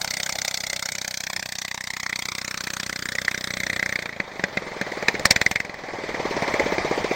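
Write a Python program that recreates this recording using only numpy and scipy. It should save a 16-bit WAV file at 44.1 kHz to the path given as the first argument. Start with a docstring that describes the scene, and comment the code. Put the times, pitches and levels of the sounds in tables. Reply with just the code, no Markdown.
"""Propeller sled leaving over wet ice

A small four-stroke engine with an open exhaust drives the sled: each firing is a crack, a jet hiss and a thud.
It fires evenly, is throttled back with scattered pops and one more burst, then coasts, chuffing, with a
few late pops. Shaped noise makes the propeller wash and the spray underneath. A delayed copy of the sled,
the echo from the ground, adds notches that sweep upward as the sled recedes."""
import sys
import numpy as np
from scipy import signal
from scipy.io import wavfile
from scipy.ndimage import uniform_filter1d

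SR = 44100
rng = np.random.default_rng(int(sys.argv[2]) if len(sys.argv) > 2 else 0)


def unload_audio(sound):
    """Save the sound as a 16-bit wav file, at the path given as the first command line argument."""
    columns = np.transpose(np.atleast_2d(sound))
    # keep every value between -1 and 1, then stretch to whole-number steps
    steps = np.round(np.clip(columns, -1, 1) * 32767)
    wavfile.write(sys.argv[1], SR, steps.astype(np.int16))


N = 315315
T = np.arange(N) / SR  # time in seconds

# Engine speed; one cycle is two crank turns. Each row: time in seconds, cycles per second.
SPEED = [(0.0, 32.37), (0.28, 32.3), (0.74, 31.7), (2.73, 31.16), (3.74, 31.12), (3.96, 30.65),
         (4.49, 22.54), (5.11, 17.13), (5.4, 19.27), (5.55, 21.96), (5.65, 22.01), (6.17, 18.28),
         (6.94, 15.34), (7.15, 14.25)]
# Background level over time, shared by wash, spray and chuffs. Each row: time in seconds, level in dB.
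BACKGROUND_LEVEL = [(0.0, -37), (1.79, -49), (2.25, -43), (2.93, -41.5), (4.16, -36), (4.36, -32.5),
                    (5.14, -27), (5.38, -30), (5.55, -36), (5.77, -32.5), (6.27, -23.5), (6.57, -22),
                    (7.15, -23)]
BURST_START_S, BURST_END_S = 5.18, 5.77  # every cycle fires again between these times


def gain_of(db):
    """Turn decibels into a factor on the wave."""
    return 10 ** (np.asarray(db) / 20)


def evened(x):
    """Scale a signal to an average (RMS) strength of one."""
    return x / np.sqrt(np.mean(x ** 2) + 1e-20)


def read(points, hz):
    """Read a frequency curve between its points, on a logarithmic frequency scale."""
    f, value = np.transpose(points)
    return np.interp(np.log(hz + 1), np.log(f + 1), value)


def columns(rows, t):
    """Read every column of a time table at the times t."""
    s, *values = np.transpose(rows)
    return [np.interp(t, s, v) for v in values]


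def coloured(x, points):
    """Filter with a gain curve; it never acts ahead of time, as its phase follows from the log gain."""
    hz = abs(np.fft.fftfreq(8192, 1 / SR))
    log_gain = read(points, hz) * np.log(10) / 20
    response = np.exp(np.conj(signal.hilbert(log_gain)))
    taps = np.fft.ifft(response).real[:4096]
    return signal.oaconvolve(x, taps)[:N]


def train(s, db, shape):
    """Place one copy of a shape at every time s, each at its own level."""
    clicks = np.zeros(N)
    places = np.clip((s * SR).astype(int), 0, N - 1)
    clicks[places] = gain_of(db)
    return signal.oaconvolve(clicks, shape)[:N]


def patchy(frames_wide, bins_wide, patch_db):
    """Noise whose level is lumpy over time (frames of 64 samples) and frequency (129 bins)."""
    a, b, patches = rng.standard_normal((N // 64 + 5, 129, 3)).T
    patches = uniform_filter1d(patches, bins_wide, 0)
    patches = evened(uniform_filter1d(patches, frames_wide, 1))
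    spectrum = (a + 1j * b) * gain_of(patch_db * patches)
    return signal.istft(spectrum, nperseg=256, noverlap=192)[1][:N]


def cycles():
    """Add up the speed into a position in engine cycles; the exhaust valve opens at each whole number."""
    start_cycle = .509
    turns = start_cycle + np.cumsum(columns(SPEED, T)[0]) / SR
    opens = T[1:][np.diff(np.floor(turns)) > 0]
    return turns, opens


def in_burst(s):
    """True while the engine fires its late burst."""
    return (s > BURST_START_S) & (s < BURST_END_S)


def firings(opens):
    """Time and levels of every firing: crack, treble, thud, deep push, and tail against the crack."""
    # Even firing. Each row: time in seconds, then crack, treble and thud levels in dB.
    burn = [(0, -19, -9, -25.5), (.75, -21.5, -10, -27.5), (1.9, -21, -14.5, -28), (2.6, -17.5, -12.5, -25),
            (3.2, -18.5, -15, -23.5), (3.9, -14.5, -16.5, -20.5), (4.05, -16.5, -23, -26.5),
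            (4.19, -26.5, -47, -26)]
    # Changes to single even firings, nearly all harder. Each row: time in seconds, extra crack in dB.
    hard = [(1.713, 2.5), (2.065, 2.5), (2.097, 7), (2.128, 4), (2.223, -1.5), (2.896, 1.5), (3.153, 2),
            (3.281, 6.5), (3.667, 5.5), (3.7, 3), (3.731, 3.5), (3.763, 2.5), (3.796, 2), (3.828, 3.5),
            (3.991, 0.5)]
    # Single firings after the throttle closes.
    # Each row: time in seconds, crack level in dB, then treble and thud in dB against that crack.
    pops_table = [(4.201, -11, -17, -2), (4.3954, -15, -25, -2), (4.4391, -6, -15, -2.5),
                  (4.5724, -9.5, -12, 0), (4.8137, -10.5, -6, 0.5), (4.921, -22.5, -7, -6),
                  (5.026, -19, -4, 3.5), (5.0841, 0.5, -8, -35), (5.151, -12, -20, -20),
                  (5.1955, -20, 2.5, -3), (5.2548, 2, 1, -13), (5.3086, 3, 4.5, -16), (5.3621, -3, -4, -21),
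                  (5.4148, -3.5, -3.5, -31), (5.4632, -5, -6.5, -13), (5.513, -6, -4, -11.5),
                  (5.5582, -7.5, -5.5, -14), (5.6024, -13, -4, -11), (5.649, -19.5, -7.5, -8),
                  (5.6955, -19, -13, -6), (5.742, -27, -2, 0), (6.4224, -14, -11, 1),
                  (6.4782, -12, -13.5, -8), (6.5396, -15, -7, -10), (6.597, -11.5, -9.5, -0.5),
                  (6.782, -11, -21, 4), (7.043, -14, -7, -18)]
    throttle_off_s = 4.19
    stray_push_db, burst_push_db, pop_tail_db = -20.5, -12.5, -13  # against the crack of a pop

    even = opens[opens < throttle_off_s]
    chance = rng.standard_normal((len(even), 5))  # no two charges burn alike
    crack_db, treble_db, thud_db = columns(burn, even)
    hard_s, extra_db = np.transpose(hard)
    nearest = abs(even[:, None] - hard_s).argmin(axis=0)
    crack_db[nearest] += extra_db
    steady = [even + 0.00011 * chance[:, 0],
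              crack_db + 1.0 * chance[:, 1],
              treble_db + 0.84 * chance[:, 2],
              thud_db + 0.99 * chance[:, 3],
              thud_db - 5.5,
              -10 + 1.14 * chance[:, 4]]

    s, pop_db, treble_db, thud_db = np.transpose(pops_table)
    push_db = np.where(in_burst(s), burst_push_db, stray_push_db)
    pops = [s, pop_db, pop_db + treble_db, pop_db + thud_db, pop_db + push_db, pop_tail_db + 0 * s]
    return np.hstack([steady, pops])


def exhaust(opens):
    """Each firing: a shock and a burst of jet noise over a low pressure thud in the pipe."""
    # Colour of the crack. Each row: frequency in Hz, level per Hz in dB.
    crack_colour = [(100, -62), (350, -15.5), (700, -9), (1200, -9.5), (2000, -5.5), (2900, -7), (4300, -1),
                    (6300, -0.5), (9000, -10), (16000, -16)]
    # Tones at which the exhaust pipe rings. Each row: frequency in Hz, level in dB, time to fade by 60 dB in s.
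    pipe_modes = [(188, -11.5, 0.061), (299, -2.5, 0.013), (559, -16.5, 0.12)]
    # An open pipe radiates little deep bass. Each row: frequency in Hz, gain in dB.
    open_end = [(25, -10), (90, -2.5), (16000, -3)]

    s, crack_db, treble_db, thud_db, push_db, tail_db = firings(opens)
    t = T[:3000] - .008  # each shape starts 8 ms ahead of its zero time
    snap = np.exp(-(t / .0013) ** 2)  # the blast leaves the pipe
    swell = gain_of(5 + 5800 * t)  # a short hiss swells just before the blast
    fade = gain_of(-60 * t / 0.045) + gain_of(-26.0 - 60 * t / 0.033)
    onset = np.clip(.4 + 300 * (t + .001), 0, 1)
    tail = np.where(t < -.001, swell, fade * onset)

    jet = coloured(patchy(8, 4, patch_db=3.5), crack_colour)
    shock = coloured(signal.unit_impulse(1000), crack_colour)[:1000]
    crack = 0
    # below and above 2900 Hz the levels are set apart
    for side, db in ("low", crack_db), ("high", treble_db):
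        band = signal.butter(4, 2900, side, fs=SR, output="sos")
        noise = evened(signal.sosfilt(band, jet))
        click = signal.sosfilt(band, shock)
        blasts = train(s - .0068, db - 13.0, snap)
        tails = train(s - .0072, db + tail_db, tail)
        crack += noise * (blasts + tails)
        crack += train(s + .0006, db - 4, click / abs(click).max())

    front = -1.2 * np.exp(-(t / 0.00026) ** 2)  # the pressure step at the pipe mouth
    push = np.exp(-((t - .0022) / 0.0011) ** 2)  # the slug of gas behind it
    ring = 0
    for hz, db, t60 in pipe_modes:
        ring = ring + gain_of(db - 60 * t / t60) * np.sin(2 * np.pi * hz * t)
    ring = ring * (t > 0)
    thud = train(s - .0083, thud_db, front + ring) + train(s - .0083, push_db, push)
    return crack + bark(s, crack_db) + coloured(thud, open_end)


def bark(s, crack_db):
    """The pipe mouth rings briefly at each blast, its pitch a little different at each firing."""
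    pitch_hz, pitch_spread = 1947, 0.068  # the spread is a share of the pitch
    t60_s, level_db = .015, -5  # time to fade by 60 dB; level against the crack
    out, t = np.zeros(N + 1500), T[:1500]
    chance = rng.standard_normal((len(s), 2))
    for at, db, (a, b) in zip(s, crack_db, chance):
        rise = 1 - np.exp(-(t / .0016) ** 2)
        shape = rise * gain_of(db + level_db + 1.3 * b - 60 * t / t60_s)
        hz = pitch_hz * (1 + pitch_spread * a)
        start = round((at - .0008) * SR)
        out[start:][:1500] += shape * np.sin(2 * np.pi * hz * t)
    return out[:N]


def by_throttle(shut, opened):
    """A quantity that moves between its shut and open values with the throttle."""
    # Throttle opening. Each row: time in seconds, opening from 0 (shut) to 1 (open).
    throttle = [(0, 1), (3.6, 0.97), (4, .7), (4.2, 0.2), (5.28, 0.24), (5.5, 0.77), (5.7, 0), (7.15, 0.07)]
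    return shut + (opened - shut) * np.clip(columns(throttle, T)[0], 0, 1)


def wash(turns):
    """Propeller wash: patchy noise that turns duller as the throttle shuts and throbs with the engine."""
    # The clearer and the duller colour of the wash. Each row of both: frequency in Hz, level per Hz in dB.
    near_colour = [(30, -8.5), (190, 7.5), (390, -6.5), (620, 10.5), (1400, -31), (3000, 10.5),
                   (6300, -3.5), (16000, -40)]
    dull_colour = [(30, -6.5), (200, -15.5), (485, -3.5), (800, 2), (1150, 1.5), (1500, -7.5), (2300, -9.5),
                   (3000, -18), (4200, -39), (6300, -21.5), (16000, -75)]
    dull_shut, dull_open = 0.67, 0.47  # share of the dull colour with the throttle shut and open

    noise = patchy(14, 3, patch_db=2.0)
    near = evened(coloured(noise, near_colour))
    dull = evened(coloured(noise, dull_colour))
    level_db = columns(BACKGROUND_LEVEL, T)[0]
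    share = np.clip(by_throttle(dull_shut, dull_open), 0, 1)
    # louder at the start of each cycle, then sinking; the jump is smoothed
    throb_db = uniform_filter1d(8.26 * np.exp(-(turns % 1) / 0.73), 100)
    return gain_of(level_db + throb_db - 4) * ((1 - share) * near + share * dull)


def spray():
    """Lumpy hiss of flung water over a low rumble of air, strong under power."""
    # Colour of hiss and rumble together. Each row: frequency in Hz, level per Hz in dB.
    spray_colour = [(25, 6), (60, 7), (120, 8), (1000, -2.5), (4000, -34), (8000, 3), (16000, -3)]
    shut_db, open_db = -25.5, -1  # against the background level with the throttle shut and open
    noise = evened(coloured(patchy(20, 6, patch_db=4.5), spray_colour))
    level_db = columns(BACKGROUND_LEVEL, T)[0] + by_throttle(shut_db, open_db)
    return gain_of(level_db) * noise


def pump_db(s):
    """Level of each chuff in dB: slower pumping stands out more; chuffs are much weaker during the late burst."""
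    above_background_db, db_per_speed, burst_db = 27, -1.273, -18  # the second: dB for each cycle per second
    level_db = columns(BACKGROUND_LEVEL, s)[0] + above_background_db
    return level_db + db_per_speed * columns(SPEED, s)[0] + burst_db * in_burst(s)


def chuffs(opens):
    """The rising piston shrinks the cylinder, so the pumped air rings upward in pitch."""
    # Colour of the hiss of pumped air. Each row: frequency in Hz, level per Hz in dB.
    puff_colour = [(300, -14), (1000, 12.5), (2000, -6), (4500, -4), (9000, -30), (16000, -36)]
    pump_from_s = 4.1
    out, t = np.zeros(N + 2000), T[:2000]
    chance = rng.standard_normal((len(opens), 3))
    for s, (a, b, c) in zip(opens, chance):
        hz = (240 + 36000 * t) * (1 + .04 * a)
        rise = 1 - np.exp(-t / .001)
        shape = rise * np.exp(-(t / (.012 + .001 * c)) ** 4)
        level = gain_of(pump_db(s) + 1.2 * b) * (s > pump_from_s)
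        tone = np.sin(2 * np.pi * np.cumsum(hz) / SR)
        out[round(s * SR):][:2000] -= level * shape * tone

    late = opens[opens > pump_from_s]
    puff_db = pump_db(late) - 7 + 2.0 * rng.standard_normal(len(late))
    puffs = train(late, puff_db, gain_of(-60 * t / 0.047))
    hiss = puffs * evened(coloured(rng.standard_normal(N), puff_colour))  # the first rush past the valve
    no_deep_bass = [(30, -31.5), (150, 3.5), (16000, -13.5)]  # frequency in Hz, gain in dB
    return coloured(out, no_deep_bass) + hiss


def ground_echo(sled):
    """Sound bounced off the ice arrives late by its detour, which shrinks as the distance grows."""
    # Distance to the sled. Each row: time in seconds, distance in metres.
    distance = [(0, 10.15), (.7, 9.56), (1.3, 11.3), (1.9, 13.6), (2.5, 18.5), (3.2, 24.5), (4.3, 31.9),
                (7.15, 37.2)]
    pipe_m, ear_m, sound_m_per_s = 1.5, 1.5, 343  # heights above the ice, speed of sound
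    late_s = 2 * pipe_m * ear_m / (sound_m_per_s * columns(distance, T)[0])
    echo = np.interp(T - late_s, T, sled)
    scattered = [(100, -7), (2000, -7.0), (7000, -20.5)]  # frequency in Hz, gain in dB
    return coloured(echo, scattered)  # rough wet ice scatters the treble


def scene():
    """Engine and wash with their ground echo, plus spray, the same in both channels."""
    turns, opens = cycles()
    sled = exhaust(opens) + chuffs(opens) + wash(turns)
    heard = sled + ground_echo(sled) + spray()
    return np.array([heard, heard])


def record(dry):
    """Overall colour with a dark band near 11 kHz, soft overload, a treble unlike left and right, band limit."""
    # Overall colour, with a dark band near 11 kHz. Each row: frequency in Hz, gain in dB.
    overall_colour = [(20, -8), (100, -2.5), (1400, -2.5), (2050, 3.5), (2400, -0.5), (2850, -12),
                      (3600, -5), (9000, -7.5), (9900, -18), (10500, -35), (11500, -45), (12100, -15),
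                      (13000, -9), (16000, -6)]
    # Left-right difference against the sum, ahead of a 2 dB lift. Each row: frequency in Hz, gain in dB.
    side_colour = [(60, -72), (110, -74), (200, -76), (380, -69), (700, -34), (1290, -27), (2380, -24),
                   (4400, -17), (8120, -11), (15000, -5)]
    edge_hz = 16000

    mid = 1.1 * np.tanh(coloured(dry.mean(0), overall_colour) / 1.1)
    # random phases give a signal with a similar spectrum but another wave
    z = signal.stft(mid, nperseg=128)[2]
    random_phase = np.exp(2j * np.pi * rng.random(z.shape[::-1]).T)
    unlike = signal.istft(z * random_phase, nperseg=128)[1]
    side = coloured(unlike, side_colour) * gain_of(2.0)
    both = np.array([mid + side, mid - side])
    low_pass = signal.firwin(511, edge_hz, window=("kaiser", 9), fs=SR)
    return signal.oaconvolve(both, low_pass[None], "same")


dry = scene()
out = record(dry)
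unload_audio(out)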